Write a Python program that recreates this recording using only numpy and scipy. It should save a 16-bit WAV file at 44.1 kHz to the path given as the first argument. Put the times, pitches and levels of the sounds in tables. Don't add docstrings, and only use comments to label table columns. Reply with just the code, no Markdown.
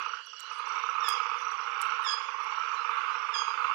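import sys
import numpy as np
from scipy import signal
from scipy.fft import rfft, irfft
from scipy.io import wavfile
from scipy.ndimage import uniform_filter1d

SR = 44100
rng = np.random.default_rng(int(sys.argv[2]) if len(sys.argv) > 2 else 0)


def to_wav(s):
    ch = np.atleast_2d(s).T
    pcm = np.round(np.clip(ch, -1, 1) * 32767)
    wavfile.write(sys.argv[1], SR, pcm.astype(np.int16))


def invert_db(level):
    return 10 ** (np.asarray(level, dtype=float) / 20)


N = 164934


def evened(x):
    return x / np.sqrt(np.mean(x ** 2) + 1e-20)


def wander(n, width):
    return evened(uniform_filter1d(rng.standard_normal(n), width))


def read(points, hz):
    f, value = np.transpose(points)
    return np.interp(np.log(hz + 1), np.log(f + 1), value)


def colour(x, points):
    return irfft(rfft(x) * invert_db(read(points, np.fft.rfftfreq(N, 1 / SR))), N)


def add(mix, s, sound):
    part = mix[max(round(s * SR), 0):][:len(sound)]
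    part += sound[:len(part)]


def resonate(x, hz, width_hz):
    turn = np.exp(2j * np.pi * np.cumsum(hz * np.ones(len(x))) / SR)
    r = np.exp(-np.pi * width_hz * 1.5 / SR)
    return 2 * (turn * signal.lfilter([(1 - r) ** 2], [1, -2 * r, r * r], x / turn)).real


def garden(x, echo_db, t60_s):
    t = np.arange(SR // 2) / SR
    tail = rng.standard_normal((2, len(t)))
    tail = tail * (rng.random((2, len(t))) < .06)
    tail = tail * invert_db(-60 * t / t60_s) * np.minimum(t / 0.013, 1)
    return x + invert_db(echo_db) * irfft(rfft(x) * rfft(tail / np.linalg.norm(tail[0]), N), N)


# start in seconds, length in seconds, level in dB, settled pitch in Hz, settling in seconds.
CHIRPS = [
    (1.016, 0.074, -38, 1635, 0.084),
    (2.036, 0.062, -35.5, 1656, 0.05),
    (3.326, 0.058, -38, 1629, 0.03),
]
# level in dB, from the fundamental up.
PARTIALS_DB = [-7, -1.5, 0, -11, -27, -50]


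def bat():
    drop, rise_s, fall_s, flutter_db = 0.17, .026, 0.052, 2.5
    out = np.zeros(N)
    t = np.arange(0, .2, 1 / SR)
    for start, length_s, level_db, hz, settle_s in CHIRPS:
        turns = np.cumsum(hz * (1 + drop * np.clip(1 - t / settle_s, 0, 1) ** 1.6)) / SR
        shape = np.minimum(t / min(rise_s, settle_s), 1) ** 0.59
        shape = shape * np.clip((length_s + fall_s - t) / fall_s, 0, 1) ** 2
        flutter = uniform_filter1d(rng.standard_normal(len(t)), 200)
        shape = shape * invert_db(flutter_db * evened(uniform_filter1d(flutter, 200)))
        call = np.zeros(len(t))
        for k, db in enumerate(PARTIALS_DB):
            opening = np.minimum(t / settle_s, 1) ** (.4 * k)
            call += invert_db(db) * opening * np.sin(2 * np.pi * (k + 1) * turns)
        add(out, start, invert_db(level_db) * shape * call)
    return garden(out, echo_db=0.5, t60_s=.5)


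# time in seconds, effort in dB, throat pitch in Hz.
CHORUS = [(0, -30, 1280), (0.198, -40.5, 1420), (0.262, -65, 1350), (.47, -44, 1237), (0.519, -41.5, 1210),
          (.8, -32, 1243), (1.349, -33, 1211), (1.552, -33, 1192), (1.951, -32, 1303), (2.348, -36, 1157),
          (2.502, -33, 1256), (3.74, -30, 1208)]
# ratio to throat pitch, width in Hz, level in dB.
SAC = [(0.377, 56.5, -22.5), (.7, 105.2, -8.5), (0.802, 120.4, -31), (1.001, 232.5, 23.5),
       (1.18, 140.4, -18.5), (1.328, 107.3, -31.5), (1.852, 372, 5.5), (2.198, 418, 5.5), (2.95, 205, -5.5)]
TOAD_RATES_HZ = [8.6, 31, 14.5, 16, 17, 15, 29, 18]


def toad_crowd():
    pulse_s, swell_db = 0.0063, 2.5
    t = np.arange(N) / SR
    s, effort_db, throat_hz = np.transpose(CHORUS)
    beats = np.zeros(N)
    for rate_hz in TOAD_RATES_HZ:
        drift = wander(N, 9000)
        turns = np.floor(np.cumsum(rate_hz * (1 + 0.0826 * drift)) / SR + rng.random())
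        beats[1:] += np.diff(turns) * invert_db(swell_db * np.roll(drift, N // 2)[1:])
    puff = signal.windows.hann(round(pulse_s * SR) * 2)
    rasp = signal.oaconvolve(beats, puff)[:N] * rng.standard_normal(N)
    pitch_hz = np.interp(t, s, throat_hz)
    sac = np.zeros(N)
    for k, (ratio, width_hz, db) in enumerate(SAC):
        sac += (-1) ** k * invert_db(db) * resonate(rasp, ratio * pitch_hz, width_hz)
    return evened(garden(sac, echo_db=8, t60_s=0.86)) * invert_db(np.interp(t, s, effort_db) - 3.0)


# start in seconds, peak in dB, throat pitch in Hz.
FIRST_BOUT = [(0.062, -20.5, 1204), (0.113, -34, 1300), (0.135, -25, 1370), (0.19, -35, 1176),
              (0.271, -36, 1360), (0.332, -34.5, 1250), (0.394, -40.5, 1355), (0.412, -40.5, 1250),
              (0.433, -39, 1090), (0.492, -37.5, 1230), (0.512, -25.5, 1213), (0.54, -44, 1150),
              (0.558, -29, 1197), (0.573, -36, 1247), (0.596, -22.5, 1206), (0.637, -30, 1270),
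              (0.67, -22.5, 1155), (0.709, -25.5, 1215), (0.757, -23, 1258), (0.771, -24.5, 1214),
              (0.791, -30.5, 1180), (0.82, -28.5, 1210), (0.837, -20, 1222), (0.889, -20.5, 1313),
              (0.953, -22.5, 1224), (0.981, -20.5, 1216), (1.01, -25.5, 1252), (1.024, -21, 1238),
              (1.043, -22.5, 1175), (1.082, -15.5, 1215), (1.137, -23, 1207), (1.163, -22, 1160),
              (1.201, -17.5, 1256), (1.231, -35.5, 1214), (1.257, -20.5, 1202), (1.292, -31.5, 1196),
              (1.315, -22, 1207), (1.344, -20.5, 1208), (1.367, -29, 1247), (1.422, -26.5, 1280),
              (1.467, -21.5, 1280), (1.518, -25.5, 1233), (1.576, -31, 1220), (1.592, -23.5, 1314),
              (1.612, -33, 1220), (1.642, -36, 1250), (1.674, -19.5, 1354), (1.71, -29.5, 1040),
              (1.728, -22, 1180), (1.761, -24.5, 1390), (1.8, -31, 1304), (1.822, -27, 1100),
              (1.847, -22, 1308), (1.863, -26, 1162), (1.908, -29, 1060), (1.921, -21, 1320)]
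# start in seconds, peak in dB, throat pitch in Hz.
SECOND_BOUT = [(1.993, -23.5, 1082), (2.028, -26.5, 1194), (2.064, -21, 1047), (2.098, -31.5, 1293),
               (2.138, -22.5, 1163), (2.176, -34, 1247), (2.203, -26.5, 1114), (2.245, -28, 1148),
               (2.264, -35.5, 1284), (2.286, -23, 1148), (2.312, -34.5, 1316), (2.342, -25, 1077),
               (2.384, -27, 1230), (2.402, -22.5, 1200), (2.447, -31.5, 1166), (2.464, -23.5, 1130),
               (2.49, -26, 1224), (2.523, -24.5, 1050), (2.576, -25.5, 1105), (2.607, -29, 1310),
               (2.632, -23.5, 1330), (2.675, -22.5, 1340), (2.715, -29, 1170), (2.735, -22.5, 1148),
               (2.754, -37.5, 1223), (2.796, -25.5, 1290), (2.815, -32.5, 1293), (2.847, -25.5, 1220),
               (2.893, -18.5, 1190), (2.914, -26, 1210), (2.967, -26.5, 1146), (2.985, -24.5, 1140),
               (3.032, -29, 1346), (3.079, -21.5, 1230), (3.102, -25, 1172), (3.152, -19.5, 1204),
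               (3.227, -22.5, 1220), (3.289, -20.5, 1222), (3.322, -28.5, 1143), (3.354, -20.5, 1146),
               (3.391, -22, 1176), (3.418, -18, 1170), (3.479, -18.5, 1175), (3.504, -22, 1184),
               (3.535, -27.5, 1225), (3.593, -25.5, 1190), (3.621, -23.5, 1160), (3.644, -19.5, 1284),
               (3.696, -24, 1150), (3.712, -19.5, 1300)]


def near_toads():
    rise_s, fall_s, repeat_s, near_db, repeat_db = 0.0017, 0.0037, .0055, -2, -5
    out = np.zeros(N)
    t = np.arange(1500) / SR
    knock = (1 - np.exp(-t / rise_s)) * np.exp(-t / fall_s) * 2
    thump = 0.04 * np.sin(2 * np.pi * 460 * t) * np.sin(np.pi * np.minimum(t / 0.024, 1))
    for start, db, hz in FIRST_BOUT + SECOND_BOUT:
        modes = np.sin(2 * np.pi * hz * t)
        modes = modes + 0.38 * np.sin(2 * np.pi * 0.842 * hz * t)
        modes = modes + 0.13 * np.sin(2 * np.pi * 2.1 * hz * t)
        ring = knock * modes + thump
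        add(out, start, invert_db(db + near_db) * ring)
        add(out, start + repeat_s, invert_db(db + near_db + repeat_db) * ring)
    return garden(out, echo_db=-7.5, t60_s=0.48)


# frequency in Hz, gain in dB.
BANKS = [(200, -26.5), (350, -11.5), (480, 2), (600, -18.5), (750, -18.5), (820, 0), (1600, -2), (1850, -4),
         (2100, 1)]


def toads():
    return colour(toad_crowd() + near_toads(), BANKS)


# start in seconds, peak in dB, colour in Hz.
TICKS = [
    (.2622, -49, 10400),
    (0.405, -33.5, 7400),
    (.5225, -52, 8300),
    (0.5877, -50.5, 9100),
    (0.682, -52.5, 8500),
    (1.0878, -22, 10200),
    (1.52, -52.5, 8200),
    (1.8157, -25, 9550),
]
# start in seconds, length in seconds, level in dB, colour in Hz.
SCRAPES = [(0.388, 0.027, -59.5, 7600), (0.512, 0.12, -71, 8950), (1.075, 0.04, -50, 8800),
           (1.076, 0.03, -52.5, 13400), (2.033, 0.028, -72.5, 13600), (1.355, 0.073, -71.5, 9500),
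           (1.8165, 0.0089, -40, 7500), (1.819, 0.01, -47.5, 5030), (2.017, 0.044, -65, 9300),
           (2.426, 0.026, -67.5, 10000), (3.578, .08, -75.5, 9100)]


def claws():
    out = np.zeros(N)
    t = np.arange(0, .03, 1 / SR)
    for start, db, hz in TICKS:
        snap = rng.standard_normal(len(t)) * np.exp(-t / .0012) * np.minimum(t / 0.00037, 1)
        wide = invert_db(1.1 * (db + 23)) * snap
        snap = wide + 1.4 * resonate(snap, hz, 940)
        add(out, start, invert_db(db) * snap / abs(snap).max())
    for start, length_s, db, hz in SCRAPES:
        dry = rng.standard_normal(round(length_s * SR))
        dry = dry * invert_db(5 * wander(len(dry), 150))
        rustle = 0.14 * dry + 2 * resonate(dry, hz, 1300)
        add(out, start, invert_db(db) * signal.windows.tukey(len(dry), .6) * rustle)
    band = signal.butter(2, [1500, 14800], "band", fs=SR, output="sos")
    return garden(signal.sosfilt(band, out), echo_db=-14, t60_s=.25)


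# start in seconds, length in seconds, level in dB, pitch in Hz.
PHRASES = [(0.017, 0.13, -57.5, 5750), (.264, 0.17, -58, 5700), (0.291, 0.096, -67, 5640),
           (0.496, 0.039, -55.5, 5700), (0.655, 0.14, -55, 5770), (0.828, .1, -57.5, 5840),
           (1.001, 0.16, -52.5, 5650), (1.228, .06, -57, 5680), (1.382, 0.14, -55, 5810),
           (1.569, 0.1, -58.5, 5670), (1.707, 0.21, -59.5, 5655), (2.275, .3, -64, 5830),
           (2.396, .36, -61, 5610), (3.156, 0.093, -58, 5680), (3.147, 0.12, -61.5, 5270),
           (0.759, 0.1, -57, 3680)]


def cricket():
    sag_hz_per_s, trill_hz, stroke_share = 18000, 31.5, .5
    out = np.zeros(N)
    for start, length_s, db, hz in PHRASES:
        t = np.arange(0, length_s, 1 / SR)
        strokes = np.sin(np.pi * np.minimum(t * trill_hz % 1 / stroke_share, 1))
        start_hz = hz + sag_hz_per_s * stroke_share / trill_hz / 2
        turns = start_hz * t - sag_hz_per_s / 2 * (t % (1 / trill_hz)) ** 2
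        add(out, start, invert_db(db + 6.5) * strokes * np.sin(2 * np.pi * turns))
    return out


def whistles():
    peeper_end_s, peeper_fade_s = .63, 0.093
    swell_db = 2.5 * wander(N, 12000)
    katydid = evened(resonate(rng.standard_normal(N), 4583, 170)) * invert_db(-69 + swell_db)
    peeper = evened(resonate(rng.standard_normal(N), 2900, 110)) * invert_db(-55)
    return katydid + peeper * np.clip((peeper_end_s - np.arange(N) / SR) / peeper_fade_s, 0, 1)


def insects():
    return garden(cricket() + whistles(), echo_db=-3, t60_s=.3)


# frequency in Hz, density in dB per Hz.
FAR = [(120, -72.5), (200, -48.5), (547, -4.5), (1020, -54), (1270, 4.5), (1770, -1.5), (2520, -10.5),
       (2940, 6), (4200, -36.5), (5460, -59), (9240, -120)]
# frequency in Hz, density in dB per Hz.
AIR = [(2000, -68), (3400, 16.5), (3650, -7.5), (3930, 12), (4670, 6), (5690, 8), (6800, -2.5),
       (7400, -11.5), (15500, -61)]


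def wash(spectrum, level_db, patch_db):
    hz = np.fft.rfftfreq(512, 1 / SR)
    a, b, c, d, patches = rng.standard_normal((N // 128 + 5, 257, 5)).T
    patches = evened(uniform_filter1d(uniform_filter1d(patches, 4, 0), 24, 1))
    z = np.array([a + 1j * b, c + 1j * d])
    z = z * invert_db(read(spectrum, hz)[:, None] + patch_db * patches)
    return invert_db(level_db) * evened(signal.istft(z, nperseg=512, noverlap=384)[1][:, :N])


def night():
    s, effort_db, _ = np.transpose(CHORUS)
    hush_db = 0.16 * np.minimum(np.interp(np.arange(N) / SR, s, effort_db) + 36, 0)
    return wash(FAR, -53 + hush_db, 2.5) + wash(AIR, -58.5, 5)


# frequency in Hz, left minus right in dB.
LEFT = [(300, -11.5), (700, -54), (1300, -23), (3000, -29), (4500, -62), (9000, -70.5)]


def scene():
    lag_samples, shared, bat_left_db = 32, .6, 8.5
    caller = 2 * bat()
    own, right = 2 * (toads() + claws() + insects() + night()) + caller
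    own = own + invert_db(bat_left_db) * caller[0]
    left = shared * np.roll(right, lag_samples) + np.sqrt(1 - shared ** 2) * own
    return np.array([colour(left, LEFT), right])


def low_pass(x):
    return signal.sosfilt(signal.butter(12, 15670, fs=SR, output="sos"), x)


def record(dry):
    low_cut = signal.butter(5, 250, "high", fs=SR, output="sos")
    mix = signal.sosfilt(low_cut, dry)
    return low_pass(mix)


dry = scene()
out = record(dry)
to_wav(out)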